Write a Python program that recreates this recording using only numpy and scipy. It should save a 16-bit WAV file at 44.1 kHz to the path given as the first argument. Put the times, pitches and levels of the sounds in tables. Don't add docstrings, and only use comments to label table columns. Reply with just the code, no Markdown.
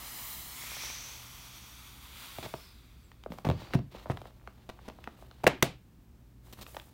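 import sys
import numpy as np
from scipy import signal
from scipy.fft import rfft, irfft, next_fast_len
from scipy.io import wavfile
from scipy.ndimage import uniform_filter1d, map_coordinates

SR = 44100
rng = np.random.default_rng(int(sys.argv[2]) if len(sys.argv) > 2 else 0)


def to_wav(s):
    ch = np.atleast_2d(s).T
    pcm = np.round(np.clip(ch, -1, 1) * 32767)
    wavfile.write(sys.argv[1], SR, pcm.astype(np.int16))


N = 305613
TIME = np.arange(N) / SR
SHORT = TIME[:SR // 4]

# (frequency [Hz], level [dB])
RUSH_SPECTRUM = [(200, -21), (650, -5), (1050, -0.5), (2250, -2), (4000, -0.5), (5000, -6.5), (7200, -15.5),
                 (10000, -36)]
FIZZ_SPECTRUM = [(4000, -10), (7500, -6.5), (9600, -6), (13500, -5), (15700, -5)]
# (time [s], extra path [m])
SLEEVE_PATH = [(.4, 0.34), (.6, 0.31), (1.9, 0.295), (2.2, 0.29)]
def leak(rush_db=-51.5, fizz_db=-50, sleeve_echo=0.33, sleeve_dull_hz=7500):
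    flow_db = air_flow()
    aim_db = 7.5 * bump(0.29, 0.64)
    jet = amp(rush_db + flow_db) * noise(RUSH_SPECTRUM)
    jet += amp(fizz_db + 1.2 * flow_db + aim_db) * noise(FIZZ_SPECTRUM)
    delay_s = np.interp(TIME, *np.transpose(SLEEVE_PATH)) / 343
    echo = map_coordinates(jet, [(TIME - delay_s) * SR])
    echo = filtered(echo, lambda hz: 1 / np.hypot(1, hz / sleeve_dull_hz))
    hiss = drifting(jet + sleeve_echo * echo + slit_whistles())
    return hiss * amp(0.77 * wobble(24.97))


# (start [s], rise [s], hold [s], release [s], boost [dB])
HAND_SQUEEZES = [(0.435, 0.37, 0.11, 0.09, 2), (2.103, 0.1, 0.41, 0.063, 4)]
def air_flow(sag_db_per_s=2.5, slack_s=2.364, drain_db_per_s=18):
    squeezed = sum(db * swell(*timing) for *timing, db in HAND_SQUEEZES)
    return squeezed - sag_db_per_s * TIME - drain_db_per_s * np.maximum(TIME - slack_s, 0)


# (loudest time [s], half length [s], pitch [Hz], glide [Hz/s], width [Hz], level [dB])
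WHISTLES = [(0.331, 0.15, 13400, -1500, 2480, -47.5), (0.623, 0.12, 7200, 2009, 400, -57),
            (0.802, 0.21, 2269, 100, 445, -49.5), (0.878, 0.251, 4004, 0.5, 2100, -47.5),
            (.93, 0.22, 5880, 1301, 470, -46), (1.45, .45, 5890, 301, 645, -58.5),
            (2.27, .2, 3210, 301, 1400, -54), (2.27, .16, 14800, 0, 1620, -62),
            (2.632, 0.13, 5180, -2800, 240, -62), (2.72, 0.21, 4010, -2400, 300, -67),
            (3.055, .03, 7650, -10000, 70, -77), (3.636, .16, 4580, 96, 120, -68)]
def slit_whistles():
    out = np.zeros(N)
    for s, half_length, hz, glide, width_hz, db in WHISTLES:
        envelope = bump(s, half_length)
        live = envelope > .001
        pole = np.exp(-2 * np.pi * width_hz / SR)
        a, b = signal.sosfilt([[1, 0, 0, 1, -pole, 0.003]] * 2, rng.standard_normal((2, N))[:, live])
        phase = 2 * np.pi * np.cumsum(hz + glide * (TIME[live] - s)) / SR
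        out[live] += amp(db) * envelope[live] * (unit(a) * np.cos(phase) + unit(b) * np.sin(phase))
    return out


def drifting(hiss, depth_db=0.73):
    bands = signal.stft(hiss, nperseg=512)[2]
    patches = uniform_filter1d(rng.standard_normal(bands.shape), size=7, axis=0)
    patches = uniform_filter1d(patches, size=90, axis=1)
    return signal.istft(bands * amp(-depth_db * unit(patches)), nperseg=512)[1][:N]


# (time [s], level [dB], pitch [Hz])
KNIFE_PUNCHES = [(5.4409, -18, 900), (5.468, -5.5, 2430), (5.4695, -12.5, 512), (5.477, -16.5, 1900),
                 (5.6287, -20, 570)]
# (frequency [Hz], level [dB])
TEAR_IN_SPECTRUM = [(150, -26.5), (250, 0.5), (680, 0), (1050, -6), (1780, -12.5), (2150, -9.5),
                    (4000, -17), (6400, -25), (15500, -31.5)]
TEAR_OUT_SPECTRUM = [(150, -28), (250, -7), (1550, -9.5), (1790, -13), (2020, -1), (2320, -18), (2620, 0),
                     (3010, -17.5), (3710, -4.5), (5350, -28), (5830, -10), (6250, -17), (13700, -22),
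                     (16000, -18)]
# (time [s], level [dB], length [s], treble in the room [dB], direction [in/out])
KNIFE_RIPS = [(5.435, -38.5, 0.0031, 0.5, "in"), (5.441, -24, 0.0011, 4.5, "in"),
              (5.4661, -17, 0.012, 0, "in"), (5.625, -15, 0.0043, 13, "out")]
def knife(ring_db=-12):
    out = np.zeros(N)
    for s, db, hz in KNIFE_PUNCHES:
        snap = flex(hz, cycles=2.3, sag=0.28)
        add(out, s, amp(db) * (snap + room(snap, wet_db=-17)))
    for s, db, length, treble_db, direction in KNIFE_RIPS:
        spectrum = TEAR_IN_SPECTRUM if direction == "in" else TEAR_OUT_SPECTRUM
        tear = scrape(spectrum, length, treble_db=0, release=0.002, grit_db=2)
        click = np.linalg.norm(tear) * (SHORT == 0)
        tail = coloured(room(click, wet_db=-13), TEAR_IN_SPECTRUM, treble_db)
        add(out, s, amp(db) * (tear + tail + amp(ring_db) * chamber(SHARP_REACH_HZ)))
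    return out


# (time [s], level [dB], pitch [Hz], buckle compared with the blow [dB], crack level [dB])
HAND_BLOWS = [(2.385, -39.5, 117, 10, -45.5), (2.461, -41.5, 129, 8.5, -48), (2.539, -38, 151, 11.5, -44.5),
              (3.303, -34.5, 212, -12, -61), (3.32, -38.5, 210, 4.5, -46), (3.45, -29, 198, 4.5, -37),
              (3.467, -21, 146, -3.5, -48), (3.488, -17.5, 145.4, -4.5, -36), (3.5, -25, 114, 4, -35),
              (3.512, -22, 132, -5.5, -41), (3.751, -13.5, 163, -12, -48), (3.79, -31.5, 169, -6.5, -50),
              (4.0984, -21.5, 132, -0.5, -43), (5.074, -38.5, 307, -5, -62)]
def thumps(ring_db=-8.5, recoil_db=-3, recoil_hz=160):
    out = np.zeros(N)
    for s, db, hz, *_ in HAND_BLOWS:
        bounce = flex(hz, cycles=1.01, sag=0.29, rise=0.33)
        add(out, s + 0.0016, amp(db) * (bounce + amp(ring_db) * chamber(SOFT_REACH_HZ)))
    recoil = flex(recoil_hz, cycles=0.76, sag=0.2, rise=0.093)
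    for s, db, *_ in KNIFE_RIPS:
        add(out, s + 0.0049, amp(db + recoil_db) * recoil)
    return out


SOFT_REACH_HZ, SHARP_REACH_HZ = 400, 1200
# (pitch [Hz], level [dB], time to fade by 60 dB [s])
CHAMBER_NOTES = [(220, -2.5, 0.072), (376.7, -1, 0.092), (530, -7, 0.065), (671, 1.5, 0.12),
                 (890, -4.5, 0.079)]
def chamber(reach_hz, detune=0.025):
    ring = np.zeros(len(SHORT))
    for hz, db, fade_s in CHAMBER_NOTES:
        shift = np.exp(detune * rng.standard_normal())
        envelope = amp(db - 60 * SHORT / fade_s) / (1 + (hz / reach_hz) ** 4)
        ring += envelope * np.sin(2 * np.pi * hz * shift * SHORT)
    return ring * -np.expm1(-SHORT / 0.0011)


# (frequency [Hz], level [dB])
CRACK_SPECTRUM = [(700, -3), (2000, 5), (3300, 2.5), (5500, -9.5), (10000, -25), (16000, -14.5)]
# (time [s], level [dB], pitch [Hz], crack level [dB])
BUCKLES = [(3.1165, -51, 1270, -53.5), (3.237, -51, 1100, -50), (3.2611, -29.5, 810, -68),
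           (3.338, -42, 840, -66), (3.385, -34.5, 1090, -46), (3.7352, -36, 1520, -32.5),
           (3.948, -35.5, 654, -71), (3.97, -44, 924, -74), (4.058, -32.5, 920, -69),
           (4.068, -40, 1040, -60), (4.172, -35, 1280, -45.5), (4.216, -36, 1030, -49.5),
           (4.255, -38, 920, -60), (4.4744, -31.5, 1400, -52), (4.79, -42.5, 1300, -77),
           (4.899, -38.5, 920, -50.5), (4.987, -42, 950, -76), (5.041, -45, 1890, -48),
           (5.074, -27.5, 1500, -51.5), (5.224, -41, 928, -65), (5.312, -43, 1690, -54),
           (6.665, -41.5, 2020, -46.5), (6.746, -41, 900, -47), (6.767, -29, 1080, -37),
           (6.798, -61, 1340, -45)]
def pops(blow_pop_hz=835, crack_fade_s=0.0017, ring_db=-23.5, seam_db=-7, seam_delay_s=0.0029):
    out = np.zeros(N)
    under_blows = [(s, db + buckle_db, blow_pop_hz, crack_db)
                   for s, db, _, buckle_db, crack_db in HAND_BLOWS]
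    buckles = list(BUCKLES) + under_blows
    for (s, db, hz, crack_db), distance in zip(buckles, rng.random(len(buckles))):
        crack = amp(crack_db + 5) * noise(CRACK_SPECTRUM, len(SHORT)) * np.exp(-SHORT / crack_fade_s)
        bend = amp(db + 1) * flex(hz, cycles=1.4, sag=0.51)
        ring = amp(db + ring_db) * chamber(SHARP_REACH_HZ)
        add(out, s + .0005, bend + crack + ring)
        add(out, s + seam_delay_s * (.5 + distance), -amp(seam_db) * bend)
    return out


def flex(hz, cycles, sag, rise=0.42):
    turns = (1 + sag / 2) * np.log1p(sag * hz * SHORT) / sag
    attack = -np.expm1(-(turns / rise) ** 2)
    decay = np.exp(-turns / cycles - SHORT * hz / 20)
    wave = np.sin(2 * np.pi * turns) * attack * decay
    return wave / np.abs(wave).max()


def scrape(spectrum, length, treble_db, release, grit_db):
    roughness = unit(uniform_filter1d(rng.standard_normal(len(SHORT)), size=12))
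    grit = unit(amp(grit_db * roughness))
    envelope = -np.expm1(-SHORT / 0.000081) * np.exp(-np.maximum(SHORT - length, 0) / release)
    return noise(spectrum, len(SHORT), treble_db) * grit * envelope


# (frequency [Hz], level [dB])
RUB_SPECTRUM = [(120, 2), (300, 1.5), (900, -0.5), (1700, -8), (3800, -7), (5500, -16), (10000, -26.5),
                (16000, -21.5)]
# (time [s], level [dB], length [s], treble [dB])
VINYL_SLIPS = [(2.427, -42.5, 0.03, -1), (3.447, -38.5, 0.033, -31), (3.737, -33, 0.014, -24),
               (4.104, -40, 0.016, -22), (4.691, -39, 0.0074, -14), (4.881, -38.5, 0.0063, -45),
               (6.526, -45.5, 0.0092, 14.5), (6.612, -46.5, 0.021, 15)]
def rustle(rub, swish, ring_db=-18):
    grip = wobble(140)
    dull = rub * amp(1.5 * grip + 2.5 * wobble(22)) * noise(RUB_SPECTRUM)
    ring = chamber(SOFT_REACH_HZ)
    out = dull + amp(ring_db) * signal.fftconvolve(dull, ring / np.linalg.norm(ring))[:N]
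    out += swish * amp(2.6 * grip) * noise(FIZZ_SPECTRUM)
    for s, db, length, treble_db in VINYL_SLIPS:
        add(out, s, amp(db) * scrape(RUB_SPECTRUM, length, treble_db, release=0.0043, grit_db=3.5))
    return out


# (start [s], length [s], rub [dB], swish [dB])
SLIDES = [(3.29, 0.097, -62, -64.5), (3.495, 0.23, -53, -82), (3.893, 0.38, -59.5, -72),
          (4.313, 1.3, -67, -78.5), (4.823, 0.055, -59.5, -85), (5.163, 0.057, -70.5, -67),
          (6.418, 0.47, -65, -66), (6.559, 0.03, -55.5, -59), (6.65, 0.11, -60.5, -57)]
def sliding(rise_s=0.036, release_s=0.045):
    power = np.zeros((2, N))
    for s, length, rub_db, swish_db in SLIDES:
        power += (amp([[rub_db], [swish_db]]) * swell(s, rise_s, length - rise_s, release_s)) ** 2
    return np.sqrt(power)


def crinkle(rub, count=85, tick_db=13.5, hz=850):
    out = np.zeros(N)
    times = rng.uniform(SLIDES[0][0], TIME[-1], count)
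    for s, (size, pitch) in zip(times, rng.standard_normal((count, 2))):
        gain = np.interp(s, TIME, rub) * amp(tick_db + 2.1 * np.tanh(size))
        add(out, s, gain * flex(hz * np.exp(.35 * pitch), cycles=0.36, sag=0.83))
    return out


# (time [s], level [dB])
GLOVE_TICKS = [(.638, -34), (.718, -31.5), (.769, -32.5), (.837, -30.5), (.901, -33)]
def glove_creak(hz=950):
    out = np.zeros(N)
    for s, db in GLOVE_TICKS:
        add(out, s, amp(db) * flex(hz, cycles=0.25, sag=0.98))
    return out


# (frequency [Hz], time to fade by 60 dB [s])
ROOM_FADE = [(120, 0.37), (500, 0.2), (3000, 0.28), (15000, 0.12)]
def room(x, wet_db, build_s=0.0073):
    hz, t, bands = signal.stft(rng.standard_normal(len(SHORT)), SR, nperseg=256)
    fade = amp(-60 * t / along(ROOM_FADE, hz)[:, None])
    tail = signal.istft(bands * fade, SR, nperseg=256)[1]
    tail *= -np.expm1(-(TIME[:len(tail)] / build_s) ** 2)
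    return amp(wet_db) * signal.fftconvolve(x, tail / np.linalg.norm(tail))[:len(x)]


# (frequency [Hz], level [dB])
RUMBLE_SPECTRUM = [(20, -37.5), (42, -6.5), (65, -3), (85, -12.5), (250, -17), (500, -31.5), (2500, -42),
                   (10000, -49), (16000, -44.5)]
HUM_NOTES = [(57, -63.5), (119, -64)]
def ventilation(rumble_db=-57):
    hum = np.zeros(N)
    for hz, db in HUM_NOTES:
        gain = np.sqrt(2) * amp(db + 2 * wobble(2.2))
        hum += gain * np.sin(2 * np.pi * hz * TIME + 0.8 * wobble(2.7))
    return amp(rumble_db) * noise(RUMBLE_SPECTRUM) + hum


def amp(db):
    return 10 ** (np.asarray(db) / 20)


def unit(x):
    return x / np.sqrt(np.mean(x ** 2) + 1e-20)


def along(points, hz):
    freqs, values = np.transpose(points)
    return np.interp(np.log(hz + 1), np.log(freqs + 1), values)


def wobble(rate):
    return map_coordinates(rng.standard_normal(int(N * rate / SR) + 4), [TIME * rate])


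def swell(start, rise, hold, release):
    up = np.sin(np.pi / 2 * np.clip((TIME - start) / rise, 0, 1)) ** 2
    return up * np.exp(-np.maximum(TIME - start - rise - hold, 0) / release)


def bump(s, half_length):
    return np.exp(-np.minimum(((TIME - s) / half_length) ** 2, 20))


def filtered(x, response):
    size = next_fast_len(len(x) + 8192)
    return irfft(rfft(x, size) * response(np.fft.rfftfreq(size, 1 / SR)), size)[:len(x)]


def coloured(x, spectrum, treble_db):
    shelf = lambda hz: hz ** 2 / (hz ** 2 + 4500 ** 2)
    return filtered(x, lambda hz: unit(amp(along(spectrum, hz) + treble_db * shelf(hz))))


def noise(spectrum, size=N, treble_db=0):
    return unit(coloured(rng.standard_normal(size), spectrum, treble_db))


def add(track, s, sound):
    start = round(s * SR)
    track[start:start + len(sound)] += sound[:N - start]


def scene():
    rub, swish = sliding()
    handling = pops() + glove_creak() + rustle(rub, swish) + crinkle(rub)
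    blows = thumps()
    mono = leak() + handling + room(handling, wet_db=-15)
    mono += blows + room(blows, wet_db=-13.5) + knife() + ventilation()
    return np.array([mono, mono])


def record(dry, dip_hz=10500, dip_width_hz=400, dip_db=-3, top_hz=15900):
    def response(hz):
        dip = amp(dip_db * np.exp(-((hz - dip_hz) / dip_width_hz) ** 2))
        return dip / (1 + (hz / top_hz) ** 200)
    return np.array([filtered(side, response) for side in dry])


dry = scene()
out = record(dry)
to_wav(out)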